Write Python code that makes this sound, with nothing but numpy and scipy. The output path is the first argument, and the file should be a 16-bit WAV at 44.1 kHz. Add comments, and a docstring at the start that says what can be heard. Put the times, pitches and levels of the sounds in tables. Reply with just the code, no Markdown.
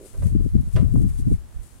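"""A lawn in a walled garden. A puppy growls briefly, slow pulses ringing in its throat, and knocks an
empty plastic bottle hanging from a rope: two light taps, one sharp hit and faint crinkles of the wall.
Gusts rumble on the microphone ports, largely in opposite phase left and right, with short buffets on top.
A fine rustle of leaves and grass comes from the left, over a bed of quiet air."""
import sys
import numpy as np
from scipy import signal
from scipy.fft import rfft, irfft
from scipy.io import wavfile
from scipy.ndimage import uniform_filter1d, minimum_filter1d

SR = 44100
rng = np.random.default_rng(int(sys.argv[2]) if len(sys.argv) > 2 else 0)


def master_out(mix):
    """Clip the mix to full scale and print it as 16-bit PCM to the path in sys.argv[1]."""
    frames = np.transpose(np.atleast_2d(mix))
    ceiling = np.clip(frames, -1, 1)
    pcm = np.round(ceiling * 32767).astype(np.int16)
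    wavfile.write(sys.argv[1], SR, pcm)


N = 79380
T = np.arange(N) / SR
BIN_HZ = np.arange(N // 2 + 1) * SR / N

# Tone of the garden air. Each row: frequency in Hz, relative level in dB.
AIR_COLOUR = [(20, 12.5), (100, 17), (300, 8), (550, 1.5), (900, -1), (1500, -4), (2500, -9.5),
              (5000, -12.5), (10000, -14), (16000, -19)]

# Swells of the leaves and grass. Each row: time in seconds, relative level in dB.
RUSTLE_SWELLS = [(0.0, -61.5), (0.07, -53), (0.154, -59), (0.274, -52.5), (0.334, -63.5), (0.4, -69),
                 (0.416, -61), (0.596, -66), (0.616, -60.5), (0.636, -63.5), (0.71, -61), (0.732, -53),
                 (0.862, -64.5), (1.032, -56.5), (1.056, -63.5), (1.088, -57), (1.172, -58.5), (1.192, -50),
                 (1.238, -66), (1.332, -56), (1.382, -68), (1.618, -64), (1.638, -58.5), (1.8, -63.5)]
# Crisp ticks in the grass. Each row: start in seconds, relative level in dB.
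GRASS_TICKS = [(.612, -53), (.728, -48), (.938, -50.5), (0.978, -54), (1.192, -60), (1.630, -48)]
# Tone of the rustle and of the ticks. Each row: frequency in Hz, relative level in dB.
RUSTLE_COLOUR = [(1500, -10.5), (3500, -8), (5500, -7.5), (7500, 0), (9000, 2.5), (11000, -0.5),
                 (13000, -10), (16000, -21)]
TICK_COLOUR = [(1500, -16), (5000, -18), (9000, 5.5), (12500, 1), (16000, -23)]
RUSTLE_GAIN_DB, RUSTLE_GRAIN_DB, RUSTLE_CORRELATION = 2.5, 1.5, 0.13

# Gusts on the microphone. Each row: time in seconds, relative level in dB, left minus right in dB.
GUSTS = [(0.0, -57, -13), (0.104, -61.5, -5), (0.18, -32, -4.5), (0.27, -25.5, 10), (0.3, -30.5, 3),
         (0.36, -25, 3.5), (0.476, -27.5, 10), (0.5, -38, 0.5), (0.56, -22, 3.5), (0.606, -27, 8),
         (0.65, -38.5, -2.5), (0.676, -27.5, -6), (0.716, -44, 30), (0.752, -22, 4), (0.846, -24.5, 11),
         (0.902, -29, 8.5), (0.976, -21.5, 8.5), (1.158, -33.5, 4.0), (1.332, -23.5, 2.5),
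         (1.392, -41, 11.5), (1.514, -55, -4), (1.564, -45, -11), (1.604, -37, -14), (1.698, -68, 4),
         (1.744, -52.5, -9), (1.8, -60, 5)]
# Tone of the rumble in light and in strong wind. Each row: frequency in Hz, relative level in dB.
LIGHT_WIND_COLOUR = [(15, -4), (35, 2.5), (90, 2), (140, -16.5), (220, -24.5), (400, -37), (900, -96),
                     (3000, -100)]
STRONG_WIND_COLOUR = [(15, -18), (35, 4), (70, -2), (130, 4.5), (200, -9), (310, -23), (450, -31),
                      (800, -47.5), (3000, -82)]
LIGHT_GUST_DB, STRONG_GUST_DB, WIND_GAIN_DB, PORT_CORRELATION = -33.5, -23, 8.5, -0.79

# The puppy's throat resonances. Each row: frequency in Hz, bandwidth in Hz, relative level in dB.
THROAT_FORMANTS = [(396, 92, -4), (524, 86, -14)]
GROWL_DB, GROWL_PULSE_HZ, GROWL_JITTER, GROWL_SHIMMER_DB = -45.5, 109.8, 0.142, 3
GROWL_ONSET_DB, GROWL_ATTACK_S, GROWL_END_S = -0.5, 0.02, 0.058

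WALLS_DB, WALLS_T60_S, WALLS_DELAY_S = -14, 0.3, 0.034

# Knocks on the bottle. Each row: start in seconds, gain in dB, low-pass cutoff of the contact in Hz.
KNOCKS = [(.1384, -11.5, 550), (0.2214, -10, 1500), (.7615, 1.5, 4340)]
# The bottle's hollow ring. Each row: frequency in Hz, relative level in dB, 60 dB decay in seconds.
BOTTLE_MODES = [(385, -4, .24), (428, -7, .27), (552, -3, .24), (651, -6, .2), (985, -10.5, .15),
                (1069, -12, .15), (1170, -13, .14), (1272, -12, .13), (1423, -10, .13), (1563, -10, .13),
                (1919, -12, .13), (2031, -13.5, .13), (2770, -14, .15), (3052, -19, .13)]
# Tone of the thin wall's crackle. Each row: frequency in Hz, relative level in dB.
CRACKLE_COLOUR = [(220, -15), (370, 12.5), (600, 13), (800, -17), (1100, 5), (1700, -1), (3300, -3.5),
                  (6000, -11.5), (9000, -57), (16000, -39)]
MODES_DB, CRACKLE_DB, CRACK_DB, BOTTLE_PAN_DB = -36, -37.5, -37, 0.5
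REBOUND_S, REBOUND_GAIN_DB, REBOUND_CUTOFF_HZ = 0.007, 3, 840

# Eddies hitting the ports. Each row: centre time in seconds, level in dB, half length in seconds,
# upper edge in Hz, left minus right in dB.
EDDIES = [(0.26, -12.5, 0.0044, 155, 4), (0.323, -17, 0.0026, 150, 13), (0.352, -16, 0.0031, 313, 7.5),
          (0.362, -14.5, 0.0045, 241, 22), (0.406, -26, 0.0058, 350, 9), (0.461, -22.5, 0.0052, 303, 7),
          (0.555, -12, 0.006, 245, 14.5), (0.607, -22, 0.0052, 263, 11.5), (.636, -24, 0.0062, 203, -3.5),
          (.760, -11.5, 0.012, 120, 3.5), (0.83, -16, 0.0059, 259, 11), (0.849, -18.5, 0.0077, 235, 8),
          (0.946, -13.5, 0.0036, 260, 14.5), (0.956, -18.5, 0.0021, 276, 5), (.959, -33, 0.0021, 1020, 32),
          (0.975, -13, 0.0048, 270, -6), (1.013, -25, 0.0061, 333, 12.5), (1.046, -15.5, 0.017, 220, 5.5),
          (1.2, -23, 0.0066, 245, 16), (1.277, -13, 0.006, 235, -0.5), (1.319, -16.5, 0.0047, 305, -11.5),
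          (1.335, -10, 0.0054, 144, 8), (1.571, -23, 0.0071, 95, -6), (1.606, -30.5, 0.005, 94, -8)]
BUFFET_LOW_CUT_RATIO, BUFFET_ROLLOFF_ORDER = 0.084, 5.65

# Crinkles of the plastic. Each row: start in seconds, level in dB.
CRINKLES = [(.266, -55), (1.0982, -56.5), (1.339, -57)]
# Tone of the crinkles. Each row: frequency in Hz, relative level in dB.
CRINKLE_COLOUR = [(700, -35), (1400, -16), (2100, 1), (3000, -14), (6000, -24)]

CEILING, LIMITER_S, HIGH_CUT_HZ = 0.9, 0.02, 15800


def from_db(db):
    return 10 ** (np.asarray(db) / 20)


def unit_rms(x):
    return x / np.sqrt(np.mean(x ** 2) + 1e-20)


def automation(rows):
    """Breakpoints in time become one curve per column."""
    times, *columns = np.transpose(rows)
    return [np.interp(T, times, column) for column in columns]


def decay(start_s, t60):
    """An envelope that opens at start_s and falls 60 dB in t60 seconds."""
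    return (T >= start_s) * np.exp(-np.log(1000) * np.abs(T - start_s) / t60)


def pan(db):
    """Constant-power gains, with the left db above the right."""
    gains = from_db(np.array([[.5], [-.5]]) * db)
    return gains / np.sqrt(np.mean(gains ** 2, axis=0))


def stereo_noise(correlation):
    """White noise with a given left-right correlation."""
    mid, side = rng.standard_normal((2, N))
    return np.sqrt(1 + correlation) * mid + np.sqrt(1 - correlation) * side * np.array([[1], [-1]])


def coloured(noise, colour):
    """Noise through an EQ curve, brought to an rms of 1."""
    hz, db = np.transpose(colour)
    eq_db = np.interp(np.log(np.maximum(BIN_HZ, 1)), np.log(hz), db)
    return unit_rms(irfft(rfft(noise) * from_db(eq_db), N))


def levelled(noise, seconds):
    """Noise with its slow swings of level ironed out."""
    power = np.mean(noise ** 2, axis=0)
    for _ in range(2):
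        power = uniform_filter1d(power, int(seconds * SR))
    return noise / np.sqrt(np.abs(power) + 1e-12)


def low_pass(x, hz):
    return signal.sosfilt(signal.butter(1, hz, fs=SR, output="sos"), x)


def ring(clicks, hz, t60):
    """Each click sets a decaying sine ringing."""
    radius, angle = np.exp(-np.log(1000) / (t60 * SR)), 2 * np.pi * hz / SR
    return signal.lfilter([0, np.sin(angle)], [1, -2 * radius * np.cos(angle), radius ** 2], clicks + 1e-18)


def garden_air():
    """A soft, wide, steady bed of dark noise."""
    return from_db(-52) * coloured(stereo_noise(0.22), AIR_COLOUR)


def rustle():
    """Countless tiny leaf and grass contacts merge into a grainy hiss; a few stand out as bright ticks."""
    swell_db, = automation(RUSTLE_SWELLS)
    grain = unit_rms(low_pass(rng.standard_normal(N), hz=150))
    hiss = from_db(swell_db + RUSTLE_GAIN_DB) * coloured(stereo_noise(RUSTLE_CORRELATION), RUSTLE_COLOUR)
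    tick_envelope = sum(from_db(db) * decay(start_s, t60=0.034) for start_s, db in GRASS_TICKS)
    ticks = tick_envelope * coloured(stereo_noise(RUSTLE_CORRELATION), TICK_COLOUR)
    return (hiss + ticks) * from_db(RUSTLE_GRAIN_DB * grain) * pan(db=14)


def wind():
    """Turbulence at the ports: the rumble gets louder and opens up as the gust grows."""
    gust_db, pan_db = automation(GUSTS)
    white = stereo_noise(PORT_CORRELATION)
    light, strong = coloured(white, LIGHT_WIND_COLOUR), coloured(white, STRONG_WIND_COLOUR)
    strength = np.clip((gust_db - LIGHT_GUST_DB) / (STRONG_GUST_DB - LIGHT_GUST_DB), 0, 1)
    rumble = (1 - strength) * light + strength * strong
    return levelled(rumble, seconds=0.041) * from_db(gust_db + WIND_GAIN_DB) * pan(pan_db)


def growl():
    """A short run of slow, uneven pulses rings the puppy's throat."""
    times = np.cumsum(1 + GROWL_JITTER * rng.standard_normal(16)) / GROWL_PULSE_HZ
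    times = np.abs(times - times[0])
    attack_db = GROWL_ONSET_DB * np.maximum(1 - times / GROWL_ATTACK_S, 0)
    shimmer_db = GROWL_SHIMMER_DB * rng.standard_normal(len(times))
    pulses = np.zeros(N)
    pulses[(times * SR).astype(int)] = from_db(attack_db + shimmer_db) * (times < GROWL_END_S)
    voice = sum(from_db(db) * ring(pulses, hz, t60=np.log(1000) / (np.pi * width_hz))
                for hz, width_hz, db in THROAT_FORMANTS)
    voice = signal.sosfilt(signal.butter(3, [280, 680], "band", fs=SR, output="sos"), voice)
    return from_db(GROWL_DB) * unit_rms(voice) * np.sqrt(GROWL_END_S * SR / N)  # rms over the growl's span


def wall_echoes(source):
    """The garden walls scatter back a weak, dull tail, different at each ear."""
    envelope = decay(WALLS_DELAY_S, WALLS_T60_S)
    tail = low_pass(stereo_noise(0.3), hz=854) * envelope / np.sqrt(np.sum(envelope ** 2))
    return from_db(WALLS_DB) * signal.fftconvolve(source, tail, axes=1)[:, :N]


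def bottle_contact(start_s):
    """One contact rings the bottle's modes; the thin wall cracks and crackles out."""
    click = np.zeros(N)
    click[int(start_s * SR)] = 1
    modes = sum(from_db(MODES_DB + db) * rng.choice([-1, 1]) * ring(click, hz, t60)
                for hz, db, t60 in BOTTLE_MODES)
    crackle = from_db(CRACKLE_DB) * decay(start_s, t60=0.19) * coloured(stereo_noise(0.35), CRACKLE_COLOUR)
    crack = from_db(CRACK_DB) * decay(start_s, t60=0.065) * unit_rms(low_pass(stereo_noise(0.17), hz=3870))
    return modes + crackle + crack


def bottle_knocks():
    """Each knock is a tight flam: a strike, then its duller rebound."""
    knocks = 0
    for start_s, db, cutoff_hz in KNOCKS:
        strike = bottle_contact(start_s)
        rebound = from_db(REBOUND_GAIN_DB) * low_pass(bottle_contact(start_s + REBOUND_S), REBOUND_CUTOFF_HZ)
        knocks += from_db(db) * low_pass(strike + rebound, cutoff_hz)
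    return knocks * pan(BOTTLE_PAN_DB)


def buffets():
    """Each eddy thumps the ports: a brief swell of pressure noise with a steep upper edge."""
    thumps = 0
    for centre_s, db, half_s, edge_hz, pan_db in EDDIES:
        low_cut = BIN_HZ ** 2 / (BIN_HZ ** 2 + (BUFFET_LOW_CUT_RATIO * edge_hz) ** 2)
        high_cut = 1 / np.sqrt(1 + (BIN_HZ / edge_hz) ** (2 * BUFFET_ROLLOFF_ORDER))
        pressure = irfft(rfft(stereo_noise(PORT_CORRELATION)) * low_cut * high_cut, N)
        swell = np.exp(-.5 * ((T - centre_s) / half_s) ** 2)
        thump = unit_rms(pressure * swell) * np.sqrt(np.mean(swell ** 2))  # rms near 1 at the crest
        thumps += thump * from_db(db) * pan(pan_db)
    return thumps


def crinkles():
    """The plastic crinkles faintly as the puppy mouths it."""
    envelope = sum(from_db(db) * decay(start_s, t60=0.088) for start_s, db in CRINKLES)
    return envelope * coloured(stereo_noise(0.41), CRINKLE_COLOUR) * pan(BOTTLE_PAN_DB)


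def scene():
    """The breezy garden mix; only the puppy and its bottle feed the wall echoes."""
    air = garden_air()
    play = bottle_knocks() + crinkles() + growl()
    return air + rustle() + wind() + buffets() + play + wall_echoes(play)


def record(dry):
    """A smooth limiter ducks any peak over the ceiling; a steep filter trims the top."""
    span = int(LIMITER_S * SR)
    gain = CEILING / np.maximum(np.abs(dry).max(axis=0), CEILING)
    gain = uniform_filter1d(minimum_filter1d(gain, span), span)
    high_cut = signal.ellip(10, .1, 80, HIGH_CUT_HZ, fs=SR, output="sos")
    return signal.sosfilt(high_cut, dry * gain)


dry = scene()
out = record(dry)
master_out(out)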